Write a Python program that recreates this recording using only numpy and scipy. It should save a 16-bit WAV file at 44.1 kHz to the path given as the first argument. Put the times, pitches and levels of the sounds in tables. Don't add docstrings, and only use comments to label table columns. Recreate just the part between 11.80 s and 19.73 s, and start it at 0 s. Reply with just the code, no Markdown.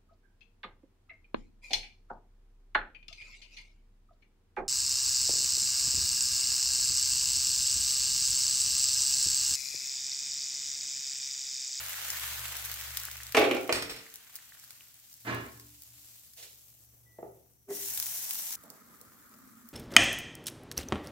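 import sys
import numpy as np
from scipy import signal
from scipy.fft import rfft
from scipy.io import wavfile
from scipy.ndimage import uniform_filter1d

SR = 44100
rng = np.random.default_rng(int(sys.argv[2]) if len(sys.argv) > 2 else 0)


def transcribe(signal):
    frames = np.atleast_2d(signal).T
    limited = np.clip(frames, -1, 1)
    pcm = np.round(limited * 32767).astype(np.int16)
    wavfile.write(sys.argv[1], SR, pcm)


def gain_from_db(level_db):
    decades = np.asarray(level_db, float) / 20
    return 10 ** decades


N = 349713

FAT_S, LID_ON_S = 5.885, 6.758
LID_LOWERED_S = (4.73, 5.22)
FADE_S, FADE_FROM_DB = 0.065, -22
SEATED_S, UPPER_DB = 1.5, (-3.5, 4)
STILL_DB, STILL_LID_DB = -73.5, -11
SPIT_WET_DB = 5.5
VENT_HZ, VENT_WIDTH = 5900, 940
DRUM_HZ, DRUM_WIDTH = 227.8, 42
EDGE_HZ = 15950

# t/s, level/dB, wetness of the batter (0-1)
FRY = [(0.0, -43.5, 0.95), (0.404, -42.5, 1.02), (1.068, -46.5, 1.0), (1.328, -50.5, 1), (1.535, -54.5, 1),
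       (2.4, -59.5, 0.97), (3.0, -58.5, 0.6), (3.134, -62, 0.53), (3.43, -58, 0.17), (3.95, -59.5, 0.27),
       (4.35, -57, 0.2), (4.54, -60, 0.02), (5.069, -58, 0.05), (5.88, -63.5, 0.12), (6.104, -58, 0.08),
       (6.576, -59, 0.12), (6.992, -60.5, 0.13), (7.93, -61, 0.01)]
# low f/Hz, high f/Hz
FRY_BANDS = [
    (9000, 15500),
    (3500, 7000),
    (1000, 2500),
    (180, 700),
]
# f/Hz, density/dB
OPEN_PAN = [(88, -43.5), (150, -14), (201, -23.5), (407, -17.5), (652, -11.5), (1000, -10), (1570, -5.5),
            (2800, -3), (7550, -1.5), (9730, -7.5), (11800, -4), (15300, -3.5), (16200, -13.5)]
# f/Hz, density/dB
HOT_FAT = [(88, -52), (150, -5), (392, -17), (467, -15), (892, -8.5), (1270, -17), (5740, 11.5),
           (10100, -6), (12600, -7), (15300, -6), (16200, -18)]
# f/Hz, width/Hz, level/dB
UNDER_LID = [
    (216, 180, 20),
    (1266, 225, 19),
    (1734, 610, 8.5),
]
# f/Hz, likeness
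LIKENESS = [(60, 0.94), (180, 0.081), (550, 0.4), (1650, 0.44), (4970, -0.45), (15000, -0.05)]
# f/Hz, L-R/dB
LEAN = [(60, 1.5), (180, -5.5), (550, -2), (1650, -1), (4970, -2), (15000, 4.5)]
# fizz/dB, hiss/dB, bubbling/dB, simmer/dB
STAGES = [
    (-0.83, -6, -22, -24.5),
    (19.5, 8.5, 1.5, -13.5),
    (-3, -11, -6, -10),
]
# fizz/dB, hiss/dB, bubbling/dB, simmer/dB
WET_DB = (0.1, 2.7, 18.85, 1.5)
# fizz/dB, hiss/dB, bubbling/dB, simmer/dB
LID_DB = (-6.5, -14, -5, 8.5)

# t/s, level/dB
BURNER = [(0.0, -55), (0.126, -67.5), (0.49, -53.5), (1.46, -58), (1.6, -66.5), (2.354, -89.5),
          (3.4, -80.5), (3.8, -65), (4.43, -81.5), (5.5, -69), (5.72, -81), (6.1, -71), (6.4, -74),
          (6.6, -99), (7.93, -83)]
# f/Hz, width/Hz, share of fuzz
FLAME = [
    (69, 4, .3),
    (118, 5, .4),
]
# f/Hz, density/dB
STILL_AIR = [(12, -45.5), (20, -9), (46, -5), (123, -0.5), (179, -8), (285, -10.5), (400, -17), (520, -49),
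             (880, -120)]

# t/s, peak level/dB, body level/dB
SPITS = [(0.0373, -37, -11), (0.095, -25, -4), (0.3033, -21, -9), (0.3707, -26, -2), (0.3974, -26, 2),
         (0.491, -34, -4), (0.5004, -41, -4), (0.7679, -24.5, -4), (0.8499, -25, -4), (0.8584, -24, -4),
         (0.9157, -24, 1), (0.941, -24.5, -4), (1.0035, -27, 6), (1.012, -24.5, 1), (1.1716, -16.5, -2.5),
         (1.1996, -24.5, -8), (1.235, -23, -2), (1.2525, -25, -4), (1.3142, -25, 3), (1.3308, -36, -10),
         (1.3522, -37, -9), (1.369, -30, -8), (1.4335, -31.5, -4), (1.453, -42, -4), (1.4677, -29, -2),
         (1.523, -26, 6), (1.5961, -23, -2.5), (1.7493, -32, -4), (1.8115, -34, -4), (1.832, -38, -5.5),
         (1.844, -37, -6), (1.8773, -34, -4), (2.111, -32, -3), (2.1301, -39, -3.5), (2.3006, -38, -2),
         (2.3404, -32, -6), (2.358, -30, -6), (2.542, -41, -3.5), (2.5556, -24.5, -2.5), (2.562, -31, -2),
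         (2.5684, -36.5, -2), (2.6549, -49, -6), (2.7407, -48, -4), (2.7487, -42, 2), (2.7981, -42, -4),
         (2.8403, -38.5, -4), (2.8475, -40, -2), (2.9068, -32.5, 5), (3.1428, -41.5, -3),
         (3.1997, -46, -4.5), (3.3288, -39.5, -3), (3.3404, -36, -6), (3.5469, -32.5, -4),
         (3.7205, -45, -4), (3.7759, -46, -4), (3.7983, -36.5, 2), (4.0213, -37, 4), (4.0348, -35.5, -2),
         (4.2563, -45, -5.5), (4.397, -44, -3.5),
         (4.5357, -44.5, -3), (4.5737, -39.5, -3.5), (4.7306, -44, 1), (5.7355, -56, -9),
             (6.0504, -27, -1), (6.1116, -35, .1), (6.1754, -19, 4.5), (6.2002, -18, -2),
             (6.2265, -17.5, 3), (6.2665, -21, 6), (6.382, -38, .1), (6.509, -15, 3), (6.5352, -22, .1),
             (6.555, -20.5, 5), (6.5898, -26, 1), (6.7247, -21, 3), (6.8374, -39.5, .1), (6.9022, -33, -6),
             (7.2137, -38, -9), (7.5418, -45, -2), (7.889, -33, -2)]
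# body level/dB, top level/dB re peak, L-R/dB
SPIT_STAGES = [
    (-29, -14.5, 1.5),
    (-26, -11.5, 2.5),
    (-31, -14.5, -3),
]
# f/Hz, t60/s
KITCHEN = [(60, 0.6), (250, 0.59), (1000, 0.42), (4000, 0.39), (12000, 0.2)]
# t/s, peak level/dB, f/Hz
BUBBLES = [(0.741, -28, 2560), (1.083, -34, 1960), (1.2408, -31, 1610), (1.285, -25.5, 1520),
           (1.356, -32, 1460), (1.4037, -28, 1720), (2.2657, -36, 1890), (2.588, -37, 1800),
           (2.684, -53.5, 3120), (2.7219, -35.5, 1733), (2.75, -42, 1560), (2.771, -43, 1650),
           (2.837, -44, 1502), (3.0083, -34.5, 2650)]

# colour (f/Hz, density/dB), modes (f/Hz, level/dB, t60/s), level of modes/dB, left lag/samples
PAN = ([(120, -58.5), (200, -17), (366, -9), (735, -9), (806, -30), (1000, -17.5), (1370, -16), (1740, -19),
        (2420, -13), (3900, -25), (9750, -38.5), (12400, -35.5), (16000, -48)], [(117, -16.5, 0.082),
        (291, -12.5, 0.4), (330, -8, .25), (373, -2, 0.31), (402, -6, 0.23), (450, -9, 0.4),
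        (473.5, -8, .2), (530, 1, .22), (576, -5.5, 0.3), (646.6, -9, 0.24), (704, -7, 0.25),
        (791, -2, 0.28), (810, -10, 0.17), (1135, -15.5, 0.16), (2280, -10.5, .15), (2445, -14, 0.14),
        (2640, -12, 0.2), (2860, -11, 0.18), (3280, -18, 0.13)], 0, -1.3)
GRATE = ([(590, -9), (1000, -11.5), (1260, -7), (1770, -10), (1980, -5), (3380, -8.5), (5500, -10),
          (5900, -16.5), (8450, -12.5), (16000, -23)], [(1990, 2.5, 0.3), (2540, -7, 0.32), (4350, -8, 0.4),
          (4858, -6, 0.11), (4950, -9, 0.11), (4930, -2, .1), (5370, 5.5, 0.13), (5514, 0, 0.1),
          (5582, -5, 0.1), (5480, 3, 0.11), (6330, -0.5, 0.17), (6498, -3, 0.18), (8360, 11, 0.05)], -9.5, 6)
TRIVET = ([(120, -41), (200, -8), (323, -11.5), (610, -0.5), (839, -12.5), (1800, -20), (2440, -12),
           (3870, -31.5), (9000, -36.5), (11700, -73), (19800, -120)], [(120.3, -17, 0.5),
           (286.8, -2.5, 0.62), (371, 4.5, 0.27), (449, -8, 0.69), (543, -16, 0.17), (639, 3.5, 0.3)],
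           -6.5, 2)
DOOR = ([(24, -67), (45, -43), (119, -10), (190, -9), (258, -5.5), (535, -14), (683, -10.5), (891, -14.5),
         (1660, -12.5), (2530, -20.5), (6000, -34), (10400, -48), (17600, -120)], [(257, -8.5, 0.24),
         (358, -18, .2), (414.7, -8, 0.16), (699, -10, 0.18), (1058, -11.5, 0.35), (1088.5, -9, 0.36),
         (1320, -11.5, 0.3), (1694, -10.5, 0.22), (2054, -13, 0.16), (2340, -9.5, 0.15), (2842, -13, 0.36),
         (71, -18, .3)], -8.5, 10.8)
CLOTH = ([(150, -28.5), (500, -7), (1200, -18.5), (3000, -5.5), (5000, -6), (12000, -9)], [], 0, -2)
LID = ([(47, -51), (80, -50), (113, -10), (286, -17), (393, -0.5), (689, -6), (1560, -38.5), (2020, -35),
        (3000, -51), (3900, -105), (6600, -120)], [(413, 9, 0.11), (522, 9, 0.091), (620, -23, 0.055)],
        -14.5, -8.5)
RUSTLE = ([(59, -47), (110, -22), (166, -2.5), (466, -7.5), (586, -3), (1200, -21), (1560, -62),
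           (2640, -120)], [], 0, 2)
DOME = ([(100, -58), (170, -16.5), (319, -26), (400, -6), (620, -14.5), (1930, -38), (2500, -32),
         (3250, -51), (5500, -120)], [(301, -14, 0.17), (398.5, -6.5, 0.3), (628, -17, 0.11)], 4.3, -6)
RIM = ([(1700, -48.5), (1970, 1.5), (2250, -44.5)], [(1968, 1, 0.3), (1985, -3, 0.28)], 8.8, 0)
# (t/s, level/dB, contact decay/s)
BLOWS = [
    (PAN, 0.15, 0.63, [(1.546, -29, 0.0081), (1.566, -22.5, 0.016), (1.612, -32, 0.014), (1.638, -33.5, 0.02), (1.711, -32, 0.0046), (1.74, -42.5, 0.017), (1.765, -41.5, 0.0054)]),
    (TRIVET, 0.16, .1, [(1.892, -31.5, 0.0073), (1.91, -41, 0.03)]),
    (GRATE, 0.066, 1.4, [(1.925, -31.5, 0.0036), (1.945, -37, 0.034), (2.022, -40.5, 0.0075), (2.094, -42, 0.022), (2.16, -50, .03)]),
    (DOOR, 0.15, -0.33, [(3.446, -47.5, 0.043), (3.465, -33, 0.07)]),
    (CLOTH, 0.42, 0.67, [(4.565, -48.5, 0.052), (4.625, -50.5, 0.012)]),
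    (LID, 0.083, .1, [(5.385, -50.5, 0.005), (5.428, -47, 0.0018), (5.445, -54, 0.01)]),
    (RUSTLE, 0.086, -2.5, [(5.256, -76, 0.057), (6.835, -61, 0.024), (6.9, -62.5, 0.042), (7.21, -68, 0.013), (7.54, -71.5, 0.013)]),
    (DOME, 0.26, .6, [(5.878, -53, 0.028), (5.902, -50.5, 0.01)]),
    (RIM, .35, 5.7, [(5.89, -65, 0.033)]),
]
# top t/s, level/dB, f/Hz, rise/s, fall/s
SWELLS = [
    (1.64, -46, 117, .05, 0.068),
    (2.001, -47.5, 117, 0.045, 0.049),
    (3.53, -37, 117, 0.036, 0.053),
    (3.779, -51.5, 117, .07, 0.07),
    (3.87, -63.5, 293, 0.088, 0.088),
    (4.2, -75.5, 290, 0.09, 0.076),
    (5.27, -67, 1968, .006, .13),
    (4.04, -64, 117, .04, 0.054),
    (5.918, -31.5, 400, 0.016, 0.017),
]
# t/s, level/dB
VENT = [
    (4.7, -93),
    (5.098, -74),
    (5.5, -80.5),
    (5.88, -78),
    (5.9, -99),
]
# t/s, level/dB
DRUM = [
    (6.76, -99),
    (6.9, -64),
    (7.45, -74.5),
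    (7.62, -56),
    (7.93, -64.5),
]


def evened(x):
    return x / np.sqrt(np.mean(x ** 2) + 1e-20)


def read(points, hz):
    f, value = np.transpose(points)
    return np.interp(np.log(hz + 1), np.log(f + 1), value)


def add(mix, s, sound):
    part = mix[..., round(s * SR):][..., :sound.shape[-1]]
    part += sound[..., :part.shape[-1]]


def sides(pan_db):
    return gain_from_db(np.array([[0.5], [-0.5]]) * pan_db)


def coloured(x, spectrum):
    hz = abs(np.fft.fftfreq(8192, 1 / SR))
    log_gain = np.log(gain_from_db(np.maximum(read(spectrum, hz), -90)))
    phase = -signal.hilbert(log_gain).imag
    taps = np.fft.ifft(np.exp(log_gain + 1j * phase)).real[:4096]
    taps = taps.reshape((1,) * (x.ndim - 1) + (-1,))
    return signal.oaconvolve(x, taps)[..., :x.shape[-1]]


def ringing(x, hz, width):
    return signal.lfilter(*signal.iirpeak(hz, hz / width, SR), x)


def stage(t):
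    return np.searchsorted([FAT_S, LID_ON_S], t)


def crackle(per_s, spread_db, burst_s, spots=6):
    size = gain_from_db(spread_db * np.minimum(rng.exponential(1, N), 4.5))
    size *= rng.random(N) < per_s / SR
    size *= rng.choice([-1, 1], N)
    spot = rng.integers(0, spots, N)
    out = np.zeros((2, N))
    for k in range(spots):
        burst = rng.standard_normal(600) * np.exp(-np.arange(600) / SR / burst_s)
        pops = signal.oaconvolve(size * (spot == k), burst / np.linalg.norm(burst))[:N]
        out += [pops, np.roll(pops, 3 * k - 11)]
    return evened(out)


def frying(crackle_db=-6, sputter_db=-13.0, patchy_db=0.99, flicker_db=1.09):
    a, b = rng.standard_normal((2, N))
    hz, t, (a, b) = signal.stft(np.array([a, b]), SR, nperseg=512, noverlap=384)
    now = stage(t)
    same = np.clip(read(LIKENESS, hz), 0, 1)[:, None]
    steam = np.array([a, same * a + np.sqrt(1 - same ** 2) * b])
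    patches = uniform_filter1d(rng.standard_normal(a.T.shape).T, 8, 0)
    patches = evened(uniform_filter1d(patches, 20, 1))
    flicker = evened(uniform_filter1d(rng.standard_normal(len(t)), 5))
    gurgle = (1 + 1.4 / (1 + (hz / 350) ** 2))[:, None]
    z = steam * gain_from_db(patchy_db * gurgle * patches + flicker_db * flicker)

    grains = gain_from_db(crackle_db) * crackle(per_s=1400, spread_db=4.5, burst_s=0.000077)
    sputter = crackle(per_s=42, spread_db=1.5, burst_s=0.00075)
    sputter = gain_from_db(sputter_db) * np.diff(sputter, prepend=0)
    fierce = gain_from_db(2.0 * ((t > FAT_S) & (t < LID_ON_S)))
    z += signal.stft(grains + sputter, SR, nperseg=512, noverlap=384)[2] * fierce

    hollow = 0.05
    for f, width, db in UNDER_LID:
        hollow = hollow + gain_from_db(db) ** 2 / (1 + (2 * (hz - f) / width) ** 2) ** 1.2
    lid_db = np.where(hz < 2500, 10 * np.log10(hollow), read(OPEN_PAN, hz))
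    shape = np.array([read(OPEN_PAN, hz), read(HOT_FAT, hz), lid_db]).T[:, now]

    s, vigour_db, wet = np.transpose(FRY)
    shaded = np.interp(t, LID_LOWERED_S, [0, 1]) * (now == 0)
    levels = np.interp(t, s, vigour_db) + np.transpose(STAGES)[:, now]
    levels = levels + np.outer(WET_DB, np.interp(t, s, wet)) + np.outer(LID_DB, shaded)
    swell = np.clip((t - FAT_S) / FADE_S + gain_from_db(FADE_FROM_DB), 1e-3, 1)
    levels = levels + 20 * np.log10(swell) * (now == 1)
    lift = []
    for (lo, hi), db in zip(FRY_BANDS, levels):
        power = (gain_from_db(shape[(hz > lo) & (hz < hi)]) ** 2).sum(0)
        lift.append(db - 10 * np.log10(power / len(hz)))
    centres = np.log([np.sqrt(lo * hi) for lo, hi in FRY_BANDS])[::-1]
    weights = np.array([np.interp(np.log(hz + 1), centres, one) for one in np.eye(4)[::-1]])
    lean = np.multiply.outer([0.5, -0.5], read(LEAN, hz))[..., None]
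    z *= gain_from_db(shape + weights.T @ lift + lean)
    return signal.istft(z, SR, nperseg=512, noverlap=384)[1][:, :N]


def burner():
    t, out = np.arange(N) / SR, 0
    low_db = np.interp(t, *np.transpose(BURNER))
    levels = low_db, low_db + np.where(t < SEATED_S, *UPPER_DB)
    for (hz, width, fuzz), db in zip(FLAME, levels):
        air = ringing(rng.standard_normal(N), hz, 2 * width)
        air = evened(ringing(air, hz, 4 * width))
        waver = uniform_filter1d(rng.standard_normal(N), 5000)
        waver = evened(uniform_filter1d(waver, 5000))
        tone = np.sqrt(2) * np.sin(2 * np.pi * np.cumsum(hz + 0.4 * width * waver) / SR)
        out = out + gain_from_db(db) * evened(tone + fuzz * air)
    near, apart = rng.standard_normal(N), rng.standard_normal((2, N))
    still = evened(coloured(near + 1.6 * apart, STILL_AIR))
    return out + gain_from_db(STILL_DB + STILL_LID_DB * (t > LID_ON_S)) * still


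def spits(snap_s=0.00057, trail_db=-11, trail_s=0.0055, lift_db=2.5):
    out, t = np.zeros((2, N)), np.arange(900) / SR
    drops = SPITS
    noise = rng.standard_normal((len(drops), 3, len(t)))
    fry_s, _, wet = np.transpose(FRY)
    for (s, db, own_db), (a, b, c) in zip(drops, noise):
        front = 3.5 * (t == 0) + a * np.exp(-t / snap_s)
        trail = gain_from_db(trail_db) * np.array([b, c]) * np.exp(-t / trail_s)
        burst = np.array([front, np.roll(front, 3)]) + trail
        body_db, top_db, pan_db = SPIT_STAGES[stage(s)]
        body_db = body_db + own_db + SPIT_WET_DB * np.interp(s, fry_s, wet)
        colour = [(500, body_db - 9.5), (1500, body_db + 17.0), (3000, body_db + 18.0),
                  (5500, 0.013), (9000, 0.0048), (11500, top_db + 13.5), (16000, top_db + 16.5)]
        pop = coloured(burst, colour)
        add(out, s, gain_from_db(db + lift_db) * sides(pan_db) * pop / abs(pop.mean(0)).max())
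    return out


def kitchen(x):
    at = np.arange(120, SR - 20, 20) + rng.integers(0, 20, (2, (SR - 121) // 20))
    taps = np.zeros((2, SR))
    np.put_along_axis(taps, at, rng.choice([-1., 1.], at.shape), 1)
    hz, t, z = signal.stft(taps, SR, nperseg=256)
    same = (1 / (1 + (hz / 500) ** 2))[:, None]
    z[1] = same * z[0] + np.sqrt(1 - same ** 2) * z[1]
    decay = gain_from_db(-60 * t / read(KITCHEN, hz)[:, None])
    tail = signal.istft(z * decay, SR, nperseg=256)[1]
    return signal.fftconvolve(x, tail[None] / np.linalg.norm(tail[0]), axes=2)[..., :N]


def bubbles(cycles=1.2, rise=0.11):
    out, t = np.zeros((2, N)), np.arange(500) / SR
    for s, db, hz in BUBBLES:
        turns = hz * t
        swell = turns / (1 + turns) * np.exp(-turns / cycles)
        blip = np.sin(2 * np.pi * turns * (1 + rise * turns / 10)) * swell
        add(out, s, 2 * gain_from_db(db) * blip)
    return out


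def blow(body, db, rise_s, contact_s, pan_db, apart=0.94):
    colour, modes, modes_db, lag = body
    t = np.arange(SR) / SR
    a, b = rng.standard_normal((2, SR)) * (1 - np.exp(-t / rise_s)) * np.exp(-t / contact_s)
    left = np.roll(a, round(max(lag, 0)))
    right = np.roll(a, round(max(-lag, 0))) + apart * (b - uniform_filter1d(b, size=40))
    contact = np.array([left, right])
    sound = evened(coloured(contact, colour))
    if modes:
        held = abs(rfft(contact))
        rings = 0
        for hz, mode_db, t60 in modes:
            share = np.hypot(held[:, [round(hz)]], 0.43 * np.linalg.norm(a))
            ring = gain_from_db(mode_db - 60 * t / t60) * np.sin(2 * np.pi * hz * t)
            rings = rings + ring * np.minimum(hz * t, 1) / share
        sound += gain_from_db(modes_db) * evened(signal.fftconvolve(contact, rings, axes=1)[:, :SR])
    return gain_from_db(db - 16) * sides(pan_db) * sound


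def knocking():
    out = np.zeros((2, N))
    for body, rise, pan_db, rows in BLOWS:
        for s, db, contact_s in rows:
            add(out, s, blow(body, db, rise * contact_s, contact_s, pan_db))
    return out


def boom():
    out = 0
    for s, db, hz, rise_s, fall_s in SWELLS:
        t = np.arange(N) / SR - s
        swell = np.exp(-0.5 * (t / np.where(t < 0, rise_s, fall_s)) ** 2)
        out = out + gain_from_db(db) * swell * np.sin(2 * np.pi * hz * t)
    return out


def whistle(hz, width, level, apart):
    air = rng.standard_normal(N) + apart * rng.standard_normal((2, N))
    tone = evened(ringing(ringing(air, hz, width), hz, width))
    return gain_from_db(np.interp(np.arange(N) / SR, *np.transpose(level))) * tone


def vent():
    edge = whistle(VENT_HZ, VENT_WIDTH, VENT, apart=2.2)
    return edge + whistle(DRUM_HZ, DRUM_WIDTH, DRUM, apart=0.53)


def scene():
    knocks = knocking()
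    pops = spits() + bubbles()
    late = np.arange(N) / SR > LID_ON_S
    source = knocks + gain_from_db(-10) * pops
    early_echo, late_echo = kitchen(np.array([source * ~late, source * late]))
    echoes = early_echo * ~late + late_echo
    return gain_from_db(2.5) * knocks + echoes + pops + frying() + burner() + vent() + boom()


def low_pass(x):
    return signal.sosfilt(signal.butter(12, 16960, fs=SR, output="sos"), x)


def record(dry):
    dry = signal.sosfilt(signal.butter(2, 45, "high", fs=SR, output="sos"), dry)
    edge = signal.firwin(511, EDGE_HZ, window=("kaiser", 5), fs=SR)[None]
    mix = signal.oaconvolve(dry, edge, "same")
    return low_pass(mix)


dry = scene()
out = record(dry)
transcribe(out)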